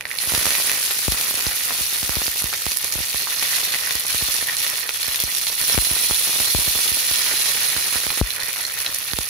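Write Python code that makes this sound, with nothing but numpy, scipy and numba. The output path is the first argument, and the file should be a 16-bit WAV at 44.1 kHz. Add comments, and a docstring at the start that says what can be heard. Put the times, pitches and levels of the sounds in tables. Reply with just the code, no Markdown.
"""Fresh leaves sizzle in hot oil in a steel ladle, close by in a small kitchen.
Their water boils off in clumps of bursting bubbles, each an impulse exciting a damped resonance,
with sharp pops between; stirring with a whisk revives the sizzle. The ladle's hollow resonates
and nearby surfaces reflect the sound. Now and then a flying droplet hits a microphone port
with a dull thump. A gas flame rushes softly underneath."""
import sys
import numpy as np
from scipy import signal
from scipy.fft import rfft, irfft
from scipy.io import wavfile
from scipy.ndimage import uniform_filter1d
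from numba import njit

SR = 44100
rng = np.random.default_rng(int(sys.argv[2]) if len(sys.argv) > 2 else 0)


def materialize(psi):
    """Save the field psi as 16-bit PCM at rate SR to the path in sys.argv[1].

    A 1-D psi becomes a single channel; in a 2-D psi each row is a channel.
    """
    bounded = np.clip(np.atleast_2d(psi).T, -1, 1)
    quanta = np.round(bounded * 32767).astype(np.int16)
    wavfile.write(sys.argv[1], SR, quanta)


N = 409688


def from_db(db):
    """Amplitude ratio of a level in decibels."""
    return 10 ** (np.asarray(db) / 20)


def unit_rms(x):
    """Normalisation to an rms of 1."""
    return x / np.sqrt(np.mean(x ** 2) + 1e-20)


def panned(db):
    """Intensity panning: two gains for a left-minus-right level difference."""
    return unit_rms(from_db([[db / 2], [-db / 2]]))


def in_time(rows):
    """Linear interpolation of each column at every sample."""
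    times, *columns = np.transpose(rows)
    return [np.interp(np.arange(N) / SR, times, c) for c in columns]


def at_hz(rows, hz):
    """Interpolation of each column on a logarithmic frequency axis."""
    points, *columns = np.transpose(rows)
    return np.array([np.interp(np.log(hz + 1), np.log(points), c) for c in columns])


def drift(corner_hz):
    """Random modulation: low-passed Gaussian noise of rms 1."""
    hop, settle = 20, 2000   # audio samples a step, steps discarded
    pole = np.exp(-2 * np.pi * corner_hz * hop / SR)
    noise = rng.standard_normal(N // hop + settle + 2)
    slow = signal.lfilter([1], [1, -2 * pole, pole * pole], noise)[settle:]
    return np.interp(np.arange(N) / hop, np.arange(len(slow)), unit_rms(slow))


def butter(x, hz, kind, order=2):
    """Butterworth filter, maximally flat in its passband."""
    return signal.sosfilt(signal.butter(order, hz, kind, fs=SR, output="sos"), x + 1e-18)


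def ring(x, hz, q):
    """Damped resonator of quality factor q and unit peak gain."""
    w = 2 * np.pi * min(hz, .45 * SR) / SR
    damp = np.sin(w) / (2 * q)
    return signal.lfilter([damp, 0, -damp], [1 + damp, -2 * np.cos(w), 1 - damp], x + 1e-18)


@njit
def gliding_ring(x, w, q):
    """Damped resonator whose natural frequency w (radians a sample) varies in time."""
    out = np.zeros_like(x)
    for side in range(len(x)):
        state = 0j
        for i in range(len(w)):
            loss = w[i] / (2 * q)
            state = state * np.exp(1j * w[i] - loss) + 2 * loss * x[side, i]
            out[side, i] = state.real
    return out


def evened(x):
    """Division by the running rms of the mid signal: the slow level is held, fast crackle remains."""
    power = uniform_filter1d(x.mean(0) ** 2, SR // 12)
    return x / np.sqrt(np.abs(power) + 1e-12)


# Spectral density of the gas flame: f/Hz, relative level/dB
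FLAME_SPECTRUM = [(18, -40), (30, -14), (81, 9), (290, -7), (467, 2), (600, -4), (780, -99), (1320, -120)]
def flame(level_db=-54.0, width=0.37):
    """Combustion noise: the burner's steady rush is random and mostly low in frequency."""
    shape = from_db(at_hz(FLAME_SPECTRUM, np.arange(N // 2 + 1) * SR / N))
    mid, side = irfft(rfft(rng.standard_normal((2, N))) * shape, N)
    return from_db(level_db) * (unit_rms(mid) + width * unit_rms(side) * np.array([[1], [-1]]))


def scatter(x, low_hz, high_hz):
    """Diffuse reverberation: each burst returns as noise whose energy decays exponentially."""
    power = (x ** 2).mean(0) + 1e-18
    energy = 0
    for db, t60_s in (-11.5, 0.012), (-12.0, 0.094):   # things close by, then the kitchen
        decay = from_db(-60 / (t60_s * SR)) ** 2
        energy = energy + from_db(db) ** 2 * signal.lfilter([1 - decay], [1, -decay], power)
    wash = butter(rng.standard_normal(x.shape), low_hz, "high", order=1)
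    wash = butter(wash, min(high_hz, SR / 3), "low", order=1)
    return x + unit_rms(wash) * np.sqrt(energy)


# Echoes off the counter, jars and pots: left delay/s, right delay/s, level/dB
REFLECTIONS = [(.0027, .0021, -16.5), (.0046, 0.0065, -16), (.0083, .0071, -12.5), (0.013, 0.015, -10)]
def reflections(x, sway=0.0204, sway_hz=0.605):
    """Comb filtering by early reflections, whose delays shift as the hand-held microphone sways."""
    out, now = x.copy(), np.arange(N)
    for *delays, db in REFLECTIONS:
        stretch = np.exp(sway * drift(sway_hz))
        for side, delay_s in enumerate(delays):
            out[side] += from_db(db) * np.interp(now - delay_s * SR * stretch, now, x[side], left=0)
    return out


# Response from the ladle to the two microphone ports: f/Hz, left gain/dB, right gain/dB
PATH_RESPONSE = [(93, -33, 6.5), (460, -1.5, -2), (1000, -9.5, -3), (1660, -10, -7.5), (1770, -9.5, -3),
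                 (2500, -5, -3), (3260, -6, -9), (4270, -6, -4.5), (4670, -7, -5), (6180, -9.5, -5),
                 (8000, -14, -13.5), (9470, -7, -5.5), (10300, -4.5, -1), (11460, -5, -4.5),
                 (13300, -5, -5), (14800, -5, -8.5)]
def path_to_ports(x, size=2048):
    """Minimum-phase filtering colours each path causally: nothing rings before a burst."""
    gains = from_db(at_hz(PATH_RESPONSE, np.arange(size // 2 + 1) * SR / size))
    cepstrum = irfft(np.log(gains))
    cepstrum[:, 1:] *= 2
    cepstrum[:, size // 2:] = 0
    impulse_response = irfft(np.exp(rfft(cepstrum)))
    return signal.oaconvolve(x, impulse_response, axes=1)[:, :x.shape[1]]


# The boil surges as the leaves go in, settles, revives under the whisk, dies down: t/s, level/dB
BOIL_LEVEL = [(0.0, -46), (0.04, -49), (0.08, -34), (0.18, -28.5), (0.215, -22.5), (0.42, -18.5),
              (0.9, -21.2), (1.9, -21.5), (2.7, -24.5), (3.3, -23), (3.75, -22), (4.0, -23.5),
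              (4.45, -23.5), (4.9, -26), (5.55, -24.5), (5.68, -19.5), (6.95, -19), (7.95, -21),
              (8.18, -22), (8.23, -27.5), (9.29, -26.5)]
def boil_level():
    """Amplitude envelope of the boil, in dB, common to mist, steam and bubbles."""
    return in_time(BOIL_LEVEL)[0]


def mist(per_s=40.0, growth=3.0, reference_db=-22.5, level_db=-2.5, spread_db=5.0, apart_db=8.5):
    """Poisson impacts: oil mist patters on the ports in dry ticks, more often in a hard boil."""
    lands = rng.random(N) < per_s * from_db(growth * (boil_level() - reference_db)) / SR
    sizes = from_db(level_db + spread_db * np.clip(rng.standard_normal(N), -2, 2))
    sides = from_db(-apart_db * rng.random((2, N)))
    ticks = butter(lands * sizes * sides, 1300, "low", order=1)
    return butter(ticks, 130, "high", order=1)


# Droplet impacts: t/s, relative thump level/dB, relative tick level/dB, side (+ left, - right)
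PORT_HITS = [(0.2736, -29, -37, -1.2), (0.3208, -28, -22, -.6), (0.3373, -23, -22, -0.48),
             (0.3472, -27, -20, -0.33), (0.377, -25, -19.5, -0.35), (0.4557, -29, -13, -0.45),
             (0.4666, -26, -13, -0.47), (1.082, -12.5, -22, 0.74), (1.121, -23, -20, 0.67),
             (1.3420, -34, -23, -1.6), (1.467, -19.5, -27, -1.3), (1.809, -26, -41, -1.4),
             (2.0302, -25, -46, -1.8), (2.0936, -21, -20, -1.3), (2.1685, -18.5, -31, 0.76),
             (2.2802, -30, -24, -.4), (2.441, -21.5, -47, -0.28), (2.6656, -23, -19, -0.81),
             (2.956, -23, -31, -1.2), (2.9886, -27, -35, -1.5), (3.0041, -27, -35, -1.3),
             (3.1450, -27.5, -23, -1), (3.9537, -26.5, -34, -1.3), (4.146, -27, -24, -1.2),
             (4.2233, -23.5, -30, 0.44), (4.2857, -30, -28, -1.5), (5.0820, -30.5, -31, -0.82),
             (5.238, -22.5, -44, -1), (5.7464, -25, -23, -1), (5.7776, -5.5, -10, 0.72),
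             (5.7868, -28, -14, 0.42), (5.9120, -22.5, -43, 0.44), (6.1100, -22, -17, -0.72),
             (6.4018, -25.5, -19, -1), (6.5486, -13.5, -19, .6), (6.5877, -23, -37, 1),
             (6.6772, -23, -35, 1), (6.7574, -27.5, -35, -1.2), (6.918, -24.5, -41, -1.6),
             (7.1123, -28, -24, -1.4), (7.7648, -26, -21, -1.2), (7.9575, -27, -22, -1.4),
             (8.067, -28, -21, -0.85), (8.2131, -3, -29, 0.32), (9.1346, -22, -18, -1.3),
             (9.1876, -22, -17.5, -0.45)]
def droplets(apart_db=22, step_after_s=0.00035, splat_s=0.00086, size=512):
    """Step response: after a tick and a splat, a pressure step rings the microphone's bass cut."""
    steps, ticks, splats = np.zeros((3, 2, N + size))
    for s, thump_db, tick_db, port in PORT_HITS:
        at, gains = round(s * SR), panned(port * apart_db)
        ticks[:, at] += from_db(tick_db + 28.5) * gains[:, 0]
        steps[:, at + round(step_after_s * SR)] -= from_db(thump_db + 6.0) * gains[:, 0]
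        splat = rng.standard_normal((2, size)) * np.exp(-np.arange(size) / (splat_s * SR))
        splats[:, at:at + size] += from_db(tick_db + 9.5) * gains * splat
    swings = butter(np.cumsum(steps, axis=1), 50, "high", order=6)
    thumps = butter(swings, 1100, "low", order=1)
    impacts = butter(butter(ticks, 2800, "low") + splats, 310, "high", order=1)
    return (thumps + impacts)[:, :N]


# Steam, strongest under the whisk: t/s, level relative to the boil/dB
STEAM_LEVEL = [(5.4, -22), (5.7, -13.5), (6.9, -14), (8.2, -17)]
def steam(edge_hz=13800):
    """High-passed flow noise: an airy hiss from the wet leaves."""
    hiss = butter(rng.standard_normal((2, N)), edge_hz, "high", order=4)
    return 2 * from_db(in_time(STEAM_LEVEL)[0]) * hiss


# Effect of how the leaves lie: t/s, then level/dB of fine bubbles, deep, middle and high modes
LEAF_COVER = [(0, -2, -7, -16, -12), (.7, -2, -11, -20, -19), (1.0, -2, -24, -18, -28),
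              (2.9, -2, -15, -11.5, -25), (3.6, -3, -7.5, -11, -26), (4.2, -2.5, -10.5, -10, -20),
              (5.4, -2, -14, -4.5, -27), (5.8, -2.5, -22, -7, -7), (6.7, -2, -13, -7.5, -16),
              (7.3, -3.5, -10, -8, -14), (8.1, -3, -19, -12, -16), (8.5, -2, -9, -6, -17),
              (9.29, -3, -8, -12, -13)]
# Detuning by shifting leaves and the ladle's tilt: t/s, middle modes/semitones, high modes/semitones
MODE_BEND = [(0.4, .3, -.5), (2.4, 0.66, 0.15), (4.0, 0.26, -.4), (4.7, 0.071, .1), (5.9, -0.074, -0.039),
             (6.6, 0.14, -0.39), (7.5, -0.3, -.55), (8.6, 0.36, -0.15)]
# Modes of the ladle's hollow: f/Hz, bandwidth/Hz, level/dB
BOWL_MODES = [(573, 87, 2.5), (1880, 260, 2), (3460, 200, 3.5), (4164, 140, 7.5), (5610, 100, 4),
              (9800, 180, 12), (10560, 330, 10)]
def bowl(x, deep_below_hz=2500, high_from_hz=7000, patchy_db=4.0, patchy_hz=21.0,
         wander=0.0092, wander_hz=9.7):
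    """Cavity resonance: bursts excite the ladle's modes, which the leaves open, close and detune."""
    _, deep_db, middle_db, high_db = in_time(LEAF_COVER)
    middle_bend, high_bend = in_time(MODE_BEND)
    modes = 0
    for hz, width_hz, db in BOWL_MODES:
        if hz < deep_below_hz:
            open_db, bend = deep_db, 0
        elif hz < high_from_hz:
            open_db, bend = middle_db, middle_bend
        else:
            open_db, bend = high_db, high_bend
        bent_hz = hz * 2 ** (bend / 12)
        w = 2 * np.pi * bent_hz / SR * np.exp(wander * drift(wander_hz))
        gain = from_db(db + open_db + patchy_db * drift(patchy_hz))
        modes = modes + gain * gliding_ring(x, w, hz / width_hz)
    return x + panned(-10.0) * modes


# Single loud bursts: t/s, relative onset level/dB, f/Hz, quality factor, left minus right/dB
WATER_POPS = [(0.009, -26.5, 2400, 2.2, -4), (0.0538, -24.5, 1930, 2.9, -3.5),
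              (0.1137, -24.5, 2160, 3.4, -6), (0.1865, -19, 4230, 3, -14), (0.3498, -15, 4350, 1.1, 2),
              (0.457, -17, 6800, 1, -14), (0.506, -14, 4300, 0.71, -2), (0.5516, -20, 2300, 0.72, -10),
              (0.6961, -16.5, 3130, 0.38, -1), (0.7160, -14, 3500, 0.15, -4), (0.9091, -19, 2600, 0.23, 6),
              (1.1213, -20, 7400, 0.56, -15), (1.2119, -16.5, 5000, 0.14, 3), (1.4665, -20.5, 5130, 1.5, 0),
              (1.6523, -26, 11000, 0.77, -7), (1.7071, -24, 1200, 1.2, -1), (2.1546, -19, 5700, 0.42, -9),
              (2.2666, -21, 4700, 2.3, -7), (2.4221, -20, 10200, 1.8, -5), (2.442, -19, 9700, .7, -6),
              (2.529, -26.5, 1300, 3.5, -5), (2.537, -22.5, 2600, 0.74, -1),
              (2.6565, -21.5, 8000, 0.24, -4), (2.7175, -24, 4700, 2.5, -2), (2.7712, -8, 10500, 1.2, -11),
              (2.845, -16.5, 9740, 0.58, -13), (2.924, -19.5, 6360, 2.3, -5), (2.939, -25, 8000, .5, -1),
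              (3.272, -26.5, 1250, 3.1, -6), (3.3957, -22, 5800, 2.8, -8), (3.426, -20.5, 1850, 0.66, 0),
              (3.739, -23.5, 1700, 1.3, -2), (3.745, -20.5, 2200, 1.3, -1), (3.873, -26, 1620, 4.1, -2),
              (3.9084, -19, 2600, 0.71, 1), (3.9538, -19, 9000, 0.68, 0), (3.9968, -23.5, 12000, 1.1, -2),
              (4.0665, -21, 10000, 1.3, -5), (4.4856, -25, 1920, 9, 0), (4.496, -23.5, 1880, 8.6, -2),
              (4.568, -20, 6000, 1.3, -4), (4.6658, -23.5, 2000, 0.43, -2), (4.6997, -20, 10300, 1.6, -3),
              (4.8922, -18, 2290, 1, -1), (0.6005, -26, 900, 0.39, -1), (5.159, -18, 8000, 0.56, 7),
              (5.202, -12, 10000, 0.37, 0), (5.238, -18, 9000, 0.65, 4), (5.371, -22, 9000, 0.5, 3),
              (5.3832, -22, 5300, 2, 12), (5.4687, -21, 3800, 0.75, -4), (5.614, -17, 9000, 0.66, -3),
              (5.681, -18, 10900, 0.89, 2), (5.6976, -19, 1400, 0.34, -2), (7.4222, -19, 9500, 0.73, 6),
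              (8.1041, -20.5, 1700, 0.9, -6), (8.3054, -23, 3670, 3.7, -10), (8.4339, -24, 5350, 0.59, -6),
              (8.651, -23.5, 4250, 9.8, -7), (8.863, -18.5, 3820, 5.4, 2), (8.9462, -19.5, 10200, 1.2, -2),
              (8.9863, -24, 10400, 1.2, 2)]
def pops(crack=0.097, spray_db=-15.5, bounce_db=-13.5, bounce_s=0.001, gain_db=2.5, size=8192):
    """Explosive boiling of trapped water: a crack, a spray, a brief ring and a bounce off the steel."""
    out, t = np.zeros((2, N + size)), np.arange(size) / SR
    spray_decay = np.exp(-t / .001)
    for s, db, hz, q, pan_db in WATER_POPS:
        burst = (t == 0) + from_db(spray_db) * rng.standard_normal((2, size)) * spray_decay
        burst[:, round(bounce_s * rng.uniform(.6, 1.2) * SR)] += from_db(bounce_db)
        pop = ring(burst, hz, q) + crack / q * burst
        pop = path_to_ports(scatter(pop, hz / 2, hz * 2))
        pop /= pop[:, t < .003].std(axis=1, keepdims=True)   # the first 3 ms set the level
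        at = round(s * SR)
        out[:, at:at + size] += from_db(db + gain_db) * panned(pan_db) * pop
    return out[:, :N]


# Pockets of water reaching the oil: t/s, duration/s, level above the boil/dB
WATER_FLARES = [(2.233, 0.034, 2), (2.366, 0.056, 1.5), (3.428, 0.23, 3), (4.074, 0.33, 3), (4.588, 0.1, 3),
                (4.76, 0.056, 2.5), (5.007, 0.24, 3.5), (5.315, .08, 3), (5.473, 0.024, 3),
                (8.467, 0.16, 2), (8.773, 0.068, 2)]
def flares(attack_s=0.012, release_s=0.03):
    """Trapezoidal envelopes, in dB: each flare rises, holds and falls back to the boil."""
    t = np.arange(N) / SR
    rise_db = 0
    for s, length_s, db in WATER_FLARES:
        ramps = np.minimum((t - s) / attack_s, (s + length_s - t) / release_s)
        rise_db = rise_db + db * np.clip(ramps + .5, 0, 1)
    return rise_db


def sputter(boil_db, depth_db=1.26, rate_hz=10.6, gentle_db=-27.0, smoothing=0.78):
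    """Random level fluctuation, in dB, deepest when few pockets of water feed a gentle boil."""
    gentleness = np.minimum(from_db(smoothing * (gentle_db - boil_db)), 1.3)
    return depth_db * gentleness * drift(rate_hz)


def bubbles(per_s, low_hz, high_hz, q, spread_db, max_spreads, pan_db, echo=0.66, pitches=12):
    """Shot noise: bubbles burst at random, each a ringing click with its own bounce off the steel."""
    max_lag = 80   # samples
    born = np.flatnonzero(rng.random(N) < per_s / SR)
    sizes_db = spread_db * np.minimum(rng.exponential(1, N), max_spreads)
    sizes = from_db(sizes_db) * rng.choice([-1, 1], N)
    pitch_index = rng.integers(0, pitches, N)
    bounce_lag = rng.integers(max_lag // 4, max_lag, (2, N))
    out = np.zeros((2, N))
    for k, hz in enumerate(np.geomspace(low_hz, high_hz, pitches)):
        clicks = np.zeros((2, N + max_lag))
        at = born[pitch_index[born] == k]
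        for side, lag in enumerate((0, k % 5 - 2)):   # arrival times differ between the ports
            clicks[side, at + lag] = sizes[at]
            clicks[side, at + bounce_lag[side, at]] += echo * sizes[at]
        out += panned(pan_db * (-1) ** k) * ring(clicks[:, :N], hz, q)
    return evened(path_to_ports(scatter(out, low_hz, high_hz)))


# Coarse crackle of large bubbles: t/s, level/dB
CRACKLE_LEVEL = [(0.0, -39.5), (0.28, -35), (0.4, -28), (0.95, -33.5), (1.7, -33), (2.85, -37.5),
                 (3.7, -33), (4.1, -36.5), (4.5, -33.5), (5.3, -35), (6.9, -38), (7.2, -31.5), (8.1, -30),
                 (8.3, -35.5), (8.6, -30.5), (9.29, -38.5)]
def sizzle(hard_boil_db=-24.0, strong_crackle_db=-31.0, clump_db=2.0, clump_hz=80.0):
    """Superposition of bursts sharing surges of steam: dense ones merge to hiss, sparse ones crackle."""
    boil_db = boil_level()
    vigour_db = np.maximum(boil_db - hard_boil_db, -4)
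    boil_db = boil_db + flares() + sputter(boil_db)
    crackle_db = in_time(CRACKLE_LEVEL)[0] + 2.5 * drift(corner_hz=12.8)
    excess_db = crackle_db - strong_crackle_db
    fine_db = in_time(LEAF_COVER)[0]
    busy = from_db(1.25 * vigour_db + clump_db * drift(clump_hz))
    crowded = busy * from_db(excess_db)   # a strong crackle is also a dense one
    spits = bubbles(700 * busy, 630, 1400, q=0.34, spread_db=7, max_spreads=2.4, pan_db=2.5, echo=0.31)
    large = bubbles(1500 * crowded, 1190, 2400, q=3.7, spread_db=5, max_spreads=3.5, pan_db=10.5)
    middle = bubbles(1500 * busy, 2680, 6800, q=2.95, spread_db=3.5, max_spreads=3.36,
                     pan_db=12, echo=0.44)
    fine = bubbles(6500 * busy, 7000, 15000, q=5, spread_db=5.5, max_spreads=4.27, pan_db=9)
    # a few bursts are so abrupt that they are broadband; they stand out in a gentle boil
    snaps = bubbles(130 * busy, 2400, 10600, q=1.16, spread_db=2, max_spreads=1.7, pan_db=15, echo=0.4)
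    snaps *= from_db(-5.5 - 0.43 * vigour_db)
    spits *= from_db(-9.5 + np.maximum(excess_db, 0))   # deep spits grow with a strong crackle
    middle_share = np.sqrt(np.clip(1 - from_db(fine_db) ** 2, .1, 1))
    fizz = from_db(0.6) * middle_share * middle + from_db(fine_db + 1.33) * fine + snaps
    crackle = from_db(crackle_db - 6.0) * (large + spits)
    return from_db(boil_db - 6.5) * fizz + crackle + from_db(boil_db) * steam()


def scene():
    """Linear superposition: the ladle with its echoes, oil striking the ports directly, the flame."""
    return reflections(bowl(sizzle() + pops())) + droplets() + mist() + flame()


def gain_control(x, threshold_db=-10.0, slope=0.67, release_db_per_s=90.0, attack_s=0.00061):
    """Dynamic compression: a loud hit ducks the gain, which recovers at a steady rate in dB."""
    power = uniform_filter1d((x ** 2).max(0), size=128)
    level_db = 10 * np.log10(np.abs(power) + 1e-12)
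    wanted_db = slope * np.maximum(level_db - threshold_db, 0)
    release_db = release_db_per_s * np.arange(N) / SR
    duck_db = np.maximum.accumulate(wanted_db + release_db) - release_db
    pole = np.exp(-1 / (attack_s * SR))
    return x * from_db(-signal.lfilter([1 - pole], [1, -pole], duck_db))


def record(dry):
    """Compression, soft saturation of the peaks and steep band limiting."""
    ceiling, cutoff_hz = .95, 15570
    rounded = ceiling * np.tanh(gain_control(dry) / ceiling)
    low_pass = signal.ellip(10, .1, 80, cutoff_hz, fs=SR, output="sos")
    return signal.sosfilt(low_pass, rounded)


dry = scene()
out = record(dry)
materialize(out)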